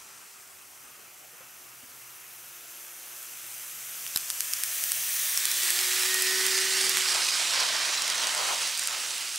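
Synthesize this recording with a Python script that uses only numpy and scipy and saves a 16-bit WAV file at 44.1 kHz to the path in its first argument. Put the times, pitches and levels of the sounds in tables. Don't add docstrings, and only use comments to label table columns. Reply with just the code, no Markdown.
import sys
import numpy as np
from scipy import signal
from scipy.fft import rfft, irfft, next_fast_len
from scipy.io import wavfile
from scipy.ndimage import uniform_filter1d, map_coordinates

SR = 44100
rng = np.random.default_rng(int(sys.argv[2]) if len(sys.argv) > 2 else 0)


def pcm_store(signal):
    levels = np.round(np.clip(np.atleast_2d(signal), -1, 1) * 32767)
    wavfile.write(sys.argv[1], SR, levels.astype(np.int16).T)


N = 413658

# (time [s], level [dB])
ENGINE_LEVEL = [(0.0, -53), (1.1, -51), (2.8, -44), (4.2, -36.5), (5.04, -32.5), (5.64, -27.5),
                (6.1, -28.5), (6.8, -35), (7.5, -43), (8.2, -44), (8.7, -40.5), (9.38, -45)]
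# (time [s], shaft rate [Hz])
ENGINE_SPEED = [(0, 135.2), (.8, 134.4), (1.05, 131), (1.45, 126.6), (1.8, 124.7), (2.05, 123.9),
                (2.35, 122), (2.58, 123.5), (2.8, 120.2), (3.0, 119.5), (3.2, 120.5), (3.3, 118.9),
                (3.5, 120.5), (3.8, 121.3), (4.1, 123.9), (4.4, 122.5), (4.6, 124.2), (4.8, 122.8),
                (5.1, 125.3), (5.25, 127.2), (5.45, 127), (5.68, 126.7), (5.85, 127.9), (6.0, 128.9),
                (9.38, 130)]
# (multiple of shaft rate, depth [dB])
BRUSH_THROB = [(1, -25), (2, -14), (3, -18), (4, -18), (5, -24)]
# (frequency [Hz], level [dB])
FRONT_SPECTRUM = [(290, -66), (500, -12.5), (707, -7.5), (877, -21), (1300, -3), (2050, -4), (2630, -1),
                  (3400, -3.5), (4220, -22), (4700, -8.5), (5970, 1.5), (9340, 0.5), (10800, -0.5),
                  (11800, 3), (15700, 0)]
# (frequency [Hz], width [Hz], gain [dB])
FRONT_PEAKS = [(5150, 250, -7), (5865, 200, -4), (6300, 450, -2), (7040, 170, -3), (7500, 110, -3),
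               (8580, 150, -4), (9300, 600, 0), (10550, 300, -3), (11800, 600, 1.5), (12700, 300, -1),
               (13100, 150, -2), (13800, 150, -9), (14300, 390, -7), (15200, 600, -3)]
# (frequency [Hz], level [dB])
FLANK_SPECTRUM = [(290, -55), (500, -38), (697, -12), (793, -27), (1150, -12), (1310, -23), (1830, 2.5),
                  (2030, -3.5), (3820, -4), (4230, -5), (5800, -5), (10300, -0.5), (11100, -6), (12800, 1),
                  (14000, 0.5), (15200, -10), (15700, 0)]
# (frequency [Hz], left-right likeness [0-1])
FLANK_LIKENESS = [(1000, 1), (7000, 1), (9000, 1), (10800, 0.57), (13000, 0.92), (14500, .99)]
# (frequency [Hz], width [Hz], gain [dB])
FLARE_BANDS = [(5800, 350, -3), (6400, 400, -3), (9350, 220, -1), (11850, 400, -6), (15250, 800, 1)]
# (multiple of shaft rate, level against the whirr [dB])
GEAR_ORDERS = [(24, -23), (27, -18), (29, -22), (31, -23), (33, -23), (34, -24)]
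# (time [s], level [dB], treble gain [dB])
ROLL_LEVEL = [(0.0, -53.5, 7), (0.75, -60, 9.5), (2.45, -53, -13), (3.76, -47, -22), (4.2, -42.5, 7),
              (5.1, -40, 5.5), (5.7, -30, 4.5), (6.0, -28, 1), (6.9, -25.5, 0.5), (7.7, -25.5, -3.5),
              (8.1, -27.5, -3.5), (8.55, -28, -2), (8.83, -31, 0), (9.1, -32.5, 1), (9.38, -34, 2.5)]
# (frequency [Hz], level [dB])
ROLL_SPECTRUM = [(15, -72), (25, -42.5), (291, -17.5), (370, -13), (402, -17.5), (526, -14), (670, -16),
                 (901, -9.5), (1000, -9.5), (1280, -4.5), (2720, -1), (3470, -1.5), (4800, 0), (6300, -1),
                 (7000, -1), (9410, -4.5), (11000, -12), (15700, -24)]
# (frequency [Hz], left-right likeness [0-1])
ROLL_LIKENESS = [(60, 0.96), (120, 1), (240, 0.72), (480, 0.76), (950, 0.96), (1890, 0.87), (3770, 0.99),
                 (5500, 1), (8000, 0.99), (11000, 0.87), (14000, 0.97)]
# (frequency [Hz], left over right [dB])
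CAMERA_SHADOW = [(60, 0.0), (130, 2), (290, -0.5), (640, -0.5), (1410, 0), (3100, -3), (6820, -1),
                 (15000, -1.5)]
# (time [s], swell [dB])
BOGIE_SWELLS = [(5.3, 1), (6.02, 3), (6.34, 3.5), (6.56, 5.5), (6.83, 4.5), (7.1, 3.5), (7.32, 4.5),
                (7.601, 5), (8.23, -1), (8.392, 2), (8.78, 0)]
# (time [s], level [dB])
COACH_LEVEL = [(0, -73.5), (3.6, -70.5), (4.4, -82), (5.2, -70), (6, -45.5), (6.35, -39), (6.75, -41),
               (7.05, -48.5), (7.5, -69)]
# (time [s], shaft rate [Hz])
COACH_SPEED = [(0.3, 130.1), (0.8, 125.4), (1.8, 120.0), (2.4, 117.2), (3.3, 115.5), (4.2, 117.0),
               (5.6, 121.9), (6.0, 124), (6.45, 126), (6.85, 126.7), (7.15, 124.6)]
# (multiple of shaft rate, level [dB])
COACH_ORDERS = [(2, -24.5), (3, -2), (10, -20), (12, -10), (14, -6.5), (15, -3.5), (16, -7), (17, -14)]
# (time [s], rail peak [dB], wheel ring [Hz], rail end
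# against that peak [dB])
TRACK_TICKS = [(4.0645, -19, 2900, -5), (4.0761, -22, 5070, -6), (4.148, -24, 3600, -3),
               (4.155, -28, 6000, -6), (4.1597, -20, 3760, -2), (4.1599, -13, 3860, 3),
               (4.1724, -12, 7800, 2), (4.178, -23, 6200, -7), (4.3014, -10.5, 7900, -9),
               (4.308, -18, 6500, -4), (4.4056, -9, 6100, -1), (4.5347, -9.5, 5170, -1),
               (4.6354, -10, 7840, -2), (4.838, -12, 6740, 2), (4.9186, -8.5, 8450, -1),
               (5.3744, -6.5, 5500, -5), (5.4538, -9, 7800, -2), (5.5143, -13, 5750, 1),
               (5.7038, -10, 8000, -2), (6.143, -10, 7500, -3), (6.2216, -10.5, 8510, 0),
               (6.4652, -10, 7600, -1), (6.547, -15, 4200, -12), (6.812, -17, 3500, -12),
               (6.845, -16, 7600, -6), (6.8934, -8.5, 5960, -0.5), (6.916, -17, 7500, -8),
               (6.9706, -9, 2200, -4), (6.98, -14, 7000, -6), (7.008, -11, 2900, -16),
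               (7.094, -16, 5000, -12), (7.105, -12, 5500, -14), (7.248, -16, 6000, -10),
               (7.6054, -12, 5560, -12), (8.0203, -11.5, 6800, -20), (8.078, -13, 3730, -17),
               (8.1, -9, 6400, -19), (8.154, -20, 8000, -9), (8.1794, -17, 5840, -14),
               (8.27, -10, 6130, -16), (8.279, -22, 7000, -10), (8.3484, -12.5, 8100, -21),
               (8.377, -20, 8500, -17), (8.675, -19, 7000, -9), (8.775, -17, 8040, -6),
               (8.7936, -11.5, 8300, -14), (8.836, -18, 8600, -9), (8.873, -10, 8100, -7),
               (9.18, -19, 7630, -10), (9.325, -23, 4460, -12), (9.358, -20, 5820, -2)]
# (frequency [Hz], width [Hz], gain [dB])
JOINT_MODES = [
    [(300, 500, 0)],
    [(1900, 1600, 0)],
    [(3100, 1200, -8), (4300, 1000, -5), (5500, 1200, -4), (7400, 1500, -1), (8900, 1400, -2)],
    [(10400, 1800, 0), (12900, 2000, 2), (14800, 2000, -4)],
]
# (time [s], frequency [Hz], level [dB])
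WHEEL_CLANGS = [(4.1600, 4000, -18), (4.1600, 10500, -17), (4.1604, 7600, -19), (4.1603, 12700, -22),
                (4.1614, 5200, -18), (4.1615, 1500, -27)]
# (start [s], swell [s], fade [s], top level [dB])
FINGER_STROKES = [(7.05, 0.12, 0.11, -38.5), (7.35, 0.069, 0.039, -41), (7.5, 0.06, 0.42, -32),
                  (7.75, 0.33, 0.083, -70), (8.05, 0.22, 0.17, -37), (8.33, 0.061, 0.14, -40.5),
                  (8.43, 0.085, 0.037, -31.5), (8.56, 0.056, 0.13, -39), (8.89, 0.025, 0.23, -39)]
# (frequency [Hz], level [dB])
RUB_SPECTRUM = [(150, -56), (250, -34), (440, -12.5), (540, -4), (670, -2.5), (762, -3.5), (954, 2),
                (1300, -0.5), (1700, -4), (2210, -12), (3200, -3), (4500, -60)]
# (frequency [Hz], left over right [dB], left lead [rad])
PORT_PATHS = [(300, -4, .4), (474, -13, -1.7), (560, 3, -1.4), (650, 16, .2), (820, 8, .9), (1000, 3, .9),
              (1160, 0, 1.3), (1300, 4, 1.1), (1600, 0, 0)]
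# (time [s], level [dB], pitch [Hz], 60 dB decay [s])
FINGER_TAPS = [(1.329, -51, 480, 0.1), (1.405, -41.5, 524, 0.051), (1.657, -45, 1120, 0.046),
               (1.829, -48, 259, 0.078)]
# (frequency [Hz], level [dB])
ROOM_SPECTRUM = [(12, -49), (20, -19), (123, -7), (316, -5), (385, -3), (913, -0.5), (1350, 3),
                 (1730, -3.5), (2630, -0.5), (3580, -11.5), (6080, -8), (8990, -16), (15700, -10.5)]
# (frequency [Hz], left-right likeness [0-1])
HISS_LIKENESS = [(60, 1), (180, 0.57), (550, 0.18), (1650, 0.51), (4970, 0.92), (11000, 0.35), (14000, 1)]
# (time [s], level [dB])
DRONE_LEVEL = [(0, -83), (1, -80), (1.6, -75), (3.7, -76.5), (4.2, -70), (4.9, -71), (5.6, -82), (6.6, -71),
               (7.4, -76.5), (8.2, -72), (9.38, -78)]
# (frequency [Hz], width [Hz], gain [dB])
GRILLE_NOTCHES = [(6800, 150, -4), (12280, 150, -4), (13520, 220, -6), (13950, 160, -6), (14750, 300, -8)]

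TIME = np.arange(N) / SR
PASS_PAN_DB = -3.5


def engine():
    level_db, = curves(ENGINE_LEVEL)
    side_on, = curves([(4.4, 0), (5.42, 1)])
    angle = 2 * np.pi * np.cumsum(curves(ENGINE_SPEED)[0] + .5 * wobble(9)) / SR
    throb = np.exp(sum(amp(db) * np.cos(k * angle + wobble(3.67)) for k, db in BRUSH_THROB))
    drive = throb * amp(0.63 * wobble(300)) * brushes(angle)
    peak_power = lambda hz: sum(amp(db) ** 2 * band(hz, c, w) for c, w, db in FRONT_PEAKS)
    front_colour = lambda hz: np.sqrt(amp(along(FRONT_SPECTRUM, hz) - 1.5) ** 2 + peak_power(hz))
    front = rush(front_colour, [(1000, 0.8), (3000, 1), (7000, 1)], drive, patchy_db=0, streaky_db=1.4)
    flank = rush(spectrum(FLANK_SPECTRUM), FLANK_LIKENESS, drive, patchy_db=0.5, streaky_db=2)
    whirr = np.sqrt(1 - side_on) * front + np.sqrt(side_on) * flank
    flare = filtered(whirr, lambda hz: sum(amp(db) * band(hz, c, w) for c, w, db in FLARE_BANDS))
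    whirr += swell(at_s=5.12, spread_s=0.32) * flare
    whine = sum(amp(db + 3 * wobble(8)) * np.sin(k * angle) for k, db in GEAR_ORDERS)
    whirr += swell(at_s=5.45, spread_s=0.28) * whine
    hum = amp(-39) * np.sin(3 * angle) + amp(-46.5) * np.sin(angle)
    return panned(amp(level_db + 0.16 * wobble(9.5)) * (whirr + hum), -0.5 * passing())


def brushes(angle):
    wear_s, repeat_mix, repeat_above_hz = .4, .35, 3500
    rows = int(N / SR / wear_s) + 2
    surface = irfft(np.exp(2j * np.pi * rng.random((rows, 130))), 4096)
    surface = np.hstack([surface, surface[:, :1]])
    contact = [TIME / wear_s, angle / (2 * np.pi) % 1 * 4096]
    repeating = unit(map_coordinates(surface, contact, order=1))
    mid, side = rng.standard_normal((2, N))
    share = lambda hz: repeat_mix * treble(hz, repeat_above_hz)
    parts = filtered(np.array([mid, repeating]), lambda hz: np.sqrt([1 - share(hz), .73 * share(hz)]))
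    return np.array([parts.sum(axis=0), side])


def wheels():
    rattles_per_s, rattle_size, rattle_decay_s = 40, 1.1, .0012
    level_db, sheen_db = curves(ROLL_LEVEL)
    bogie_db = -0.5 + sum(db * swell(s, spread_s=0.048) for s, db in BOGIE_SWELLS)
    grit = amp(0.93 * wobble(500) + 0.49 * wobble(80) + 0.3 * wobble(15))
    jolts = (rng.random(N) < rattles_per_s / SR) * rng.random(N) * rattle_size
    rattle = signal.lfilter([1], [1, -np.exp(-1 / (rattle_decay_s * SR))], jolts)
    drive = grit * (1 + rattle) * rng.standard_normal((2, N))
    roll = rush(spectrum(ROLL_SPECTRUM), ROLL_LIKENESS, drive, patchy_db=1, streaky_db=1.5)
    roll = filtered(roll, lambda hz: panned(0.9, along(CAMERA_SHADOW, hz)))
    sheen = filtered(roll, lambda hz: treble(hz, above_hz=6500))
    ring = filtered(roll, lambda hz: band(hz, centre_hz=4900, width_hz=760))
    rolling = roll + (amp(sheen_db) - 1) * sheen + (amp(bogie_db) - 1) * ring
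    return panned(amp(level_db) * rolling, PASS_PAN_DB * (passing() - .6))


def coach():
    level_db, = curves(COACH_LEVEL)
    angle = 2 * np.pi * np.cumsum(curves(COACH_SPEED)[0]) / SR
    tones = sum(amp(db + 0.24 * k * wobble(13)) * np.sin(k * angle + 0.044 * k * wobble(45))
                for k, db in COACH_ORDERS)
    sixth_db = -64 + 0.41 * (level_db - level_db.max())
    sixth = amp(sixth_db + 1.8 * wobble(11)) * np.sin(6 * angle + 0.78 * wobble(33))
    rasp = amp(-6.5) * narrow_noise(centre_hz=1920, width_hz=260)
    hum = np.sqrt(2) * (amp(level_db) * (tones + rasp) + sixth)
    sounding = TIME < COACH_LEVEL[-1][0]
    return panned(hum * sounding, np.array([-.5]))


def rail_joint():
    chatter_t60_s, thud_db, knock_db, crack_db = 0.006, -40, -21, -7
    out = np.zeros(N + SR)
    t, hz = np.arange(2048) / SR, np.fft.rfftfreq(2048, 1 / SR)
    bed, track, rail, rail_end = (modes(part, hz) for part in JOINT_MODES)
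    for s, db, wheel_hz, end_db in TRACK_TICKS:
        blow = rng.standard_normal(len(t)) * strike(t, chatter_t60_s, rise_s=chatter_t60_s / 30)
        blow[6] += 11
        wheel = modes([(wheel_hz, 1000, 0)], hz)
        paths = np.array([bed, track ** 2, rail + wheel, rail_end ** 2])
        parts = irfft(rfft(blow) * paths)
        parts /= np.abs(parts).max(axis=1, keepdims=True)
        crack = np.diff(blow, prepend=0) / np.abs(np.diff(blow)).max()
        tick = amp(db + np.array([thud_db, knock_db, 0, end_db])) @ parts
        tick += amp(db + crack_db + end_db / 2) * crack
        out[round((s + .0007) * SR):][:len(t)] += tick
    landing_s, jolt_db, landing_t60_s = 4.16, -28, .008
    shove = (1 + rng.standard_normal(len(t))) * amp(-60 * t / landing_t60_s)
    jolt = irfft(rfft(shove) * modes([(500, 1900, 0)], hz))
    out[round(landing_s * SR):][:len(t)] += amp(jolt_db) * jolt / np.abs(jolt).max()
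    for s, clang_hz, db in WHEEL_CLANGS:
        clang = 2 * np.sin(2 * np.pi * clang_hz * t)
        out[round(s * SR):][:len(t)] += amp(db) * strike(t, landing_t60_s, rise_s=.0005) * clang
    return panned(out[:N], PASS_PAN_DB * passing())


def handling():
    swing_db = 12.5
    strokes = sum(amp(db - swing_db * np.maximum((s + rise - TIME) / rise, (TIME - s - rise) / fade))
                  for s, rise, fade, db in FINGER_STROKES)
    slips = amp(0.83 * wobble(90) + 1.2 * wobble(25)) * rng.standard_normal((2, N))
    likeness = [(500, 0.8), (900, 0.86), (1400, 0.47)]
    rub = rush(spectrum(RUB_SPECTRUM), likeness, slips, patchy_db=-1.5, streaky_db=1.5)
    port_hz, pan_db, lead_rad = np.transpose(PORT_PATHS)
    log_ratio = np.log(amp(pan_db)) + 1j * lead_rad
    to_ports = lambda hz: np.exp(np.outer([.5, -.5], np.interp(hz, port_hz, log_ratio)))
    out = strokes * unit(filtered(rub, to_ports))
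    t = np.arange(SR // 5) / SR
    for s, db, hz, t60_s in FINGER_TAPS:
        phase = 2 * np.pi * hz * t
        thud = np.sin(phase) + 0.33 * np.sin(0.36 * phase) + 0.45 * np.sin(2.5 * phase)
        out[:, round(s * SR):][:, :len(t)] += amp(db) * strike(t, t60_s, rise_s=0.0035) * thud
    return out


def room():
    noise = rng.standard_normal((2, N))
    hiss = rush(spectrum(ROOM_SPECTRUM), HISS_LIKENESS, noise, patchy_db=1.5, streaky_db=1.5)
    drone = narrow_noise(centre_hz=125.8, width_hz=8.4)
    drone_db = curves(DRONE_LEVEL)[0] + 1.5 * wobble(1.17)
    return amp(-53) * hiss + amp(drone_db) * drone


def passing(at_s=5.36, spread_s=0.18):
    return .5 + .5 * np.tanh((TIME - at_s) / spread_s)


def rush(colour, likeness, drive, patchy_db, streaky_db):
    bins = signal.stft(drive, nperseg=2048)[2]
    hz = np.fft.rfftfreq(2048, 1 / SR)
    broad = patches(bins.shape[1:], bins=24, frames=3)
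    narrow = patches(bins.shape[1:], bins=3, frames=16)
    spread = np.arccos(np.clip(along(likeness, hz), -1, 1)) / 2
    gains = colour(hz) * [np.cos(spread), np.sin(spread)]
    bins = bins * amp(patchy_db * broad + streaky_db * narrow) * gains[..., None]
    mid, side = signal.istft(bins, nperseg=2048)[1][:, :N]
    return unit(np.array([mid + side, mid - side]))


def patches(shape, bins, frames):
    field = uniform_filter1d(rng.standard_normal(shape), bins, axis=0)
    return unit(uniform_filter1d(field, frames, axis=1))


def narrow_noise(centre_hz, width_hz):
    return unit(filtered(rng.standard_normal(N), lambda hz: modes([(centre_hz, width_hz, 0)], hz) ** 2))


def wobble(rate):
    steps = np.arange(0, N + 16, 16)
    knots = rng.standard_normal(int(N * rate / SR) + 4)
    return np.interp(np.arange(N), steps, map_coordinates(knots, [steps * rate / SR]))


def swell(at_s, spread_s):
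    return np.exp(-((TIME - at_s) / spread_s) ** 2 / 2)


def strike(t, t60_s, rise_s):
    return amp(-60 * t / t60_s) * (1 - np.exp(-t / rise_s))


def curves(rows):
    times, *columns = np.transpose(rows)
    return [np.interp(TIME, times, column) for column in columns]


def along(points, hz):
    point_hz, values = np.transpose(points)
    return np.interp(np.log(hz + 1), np.log(point_hz + 1), values)


def spectrum(points):
    return lambda hz: amp(along(points, hz))


def modes(table, hz):
    return sum((-1) ** k * amp(db) * 1j * hz * w / (c * c - hz * hz + 1j * hz * w)
               for k, (c, w, db) in enumerate(table))


def band(hz, centre_hz, width_hz, steepness=4):
    return 1 / (1 + (2 * (hz - centre_hz) / width_hz) ** steepness)


def treble(hz, above_hz):
    return 1 / (1 + (above_hz / (hz + 1)) ** 6)


def filtered(x, response):
    size = next_fast_len(N + SR // 2)
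    return irfft(rfft(x, size) * response(np.fft.rfftfreq(size, 1 / SR)), size)[..., :N]


def panned(x, pan_db):
    return x * amp(np.array([pan_db / 2, -pan_db / 2]))


def amp(db):
    return 10 ** (np.asarray(db) / 20)


def unit(x):
    return x / np.sqrt(np.mean(x ** 2) + 1e-20)


def scene():
    return engine() + wheels() + coach() + rail_joint() + handling() + room()


def record(dry):
    top_hz = 15750
    grille = lambda hz: amp(sum(db * band(hz, c, w, steepness=2) for c, w, db in GRILLE_NOTCHES))
    return filtered(dry, lambda hz: grille(hz) * (hz < top_hz))


dry = scene()
out = record(dry)
pcm_store(out)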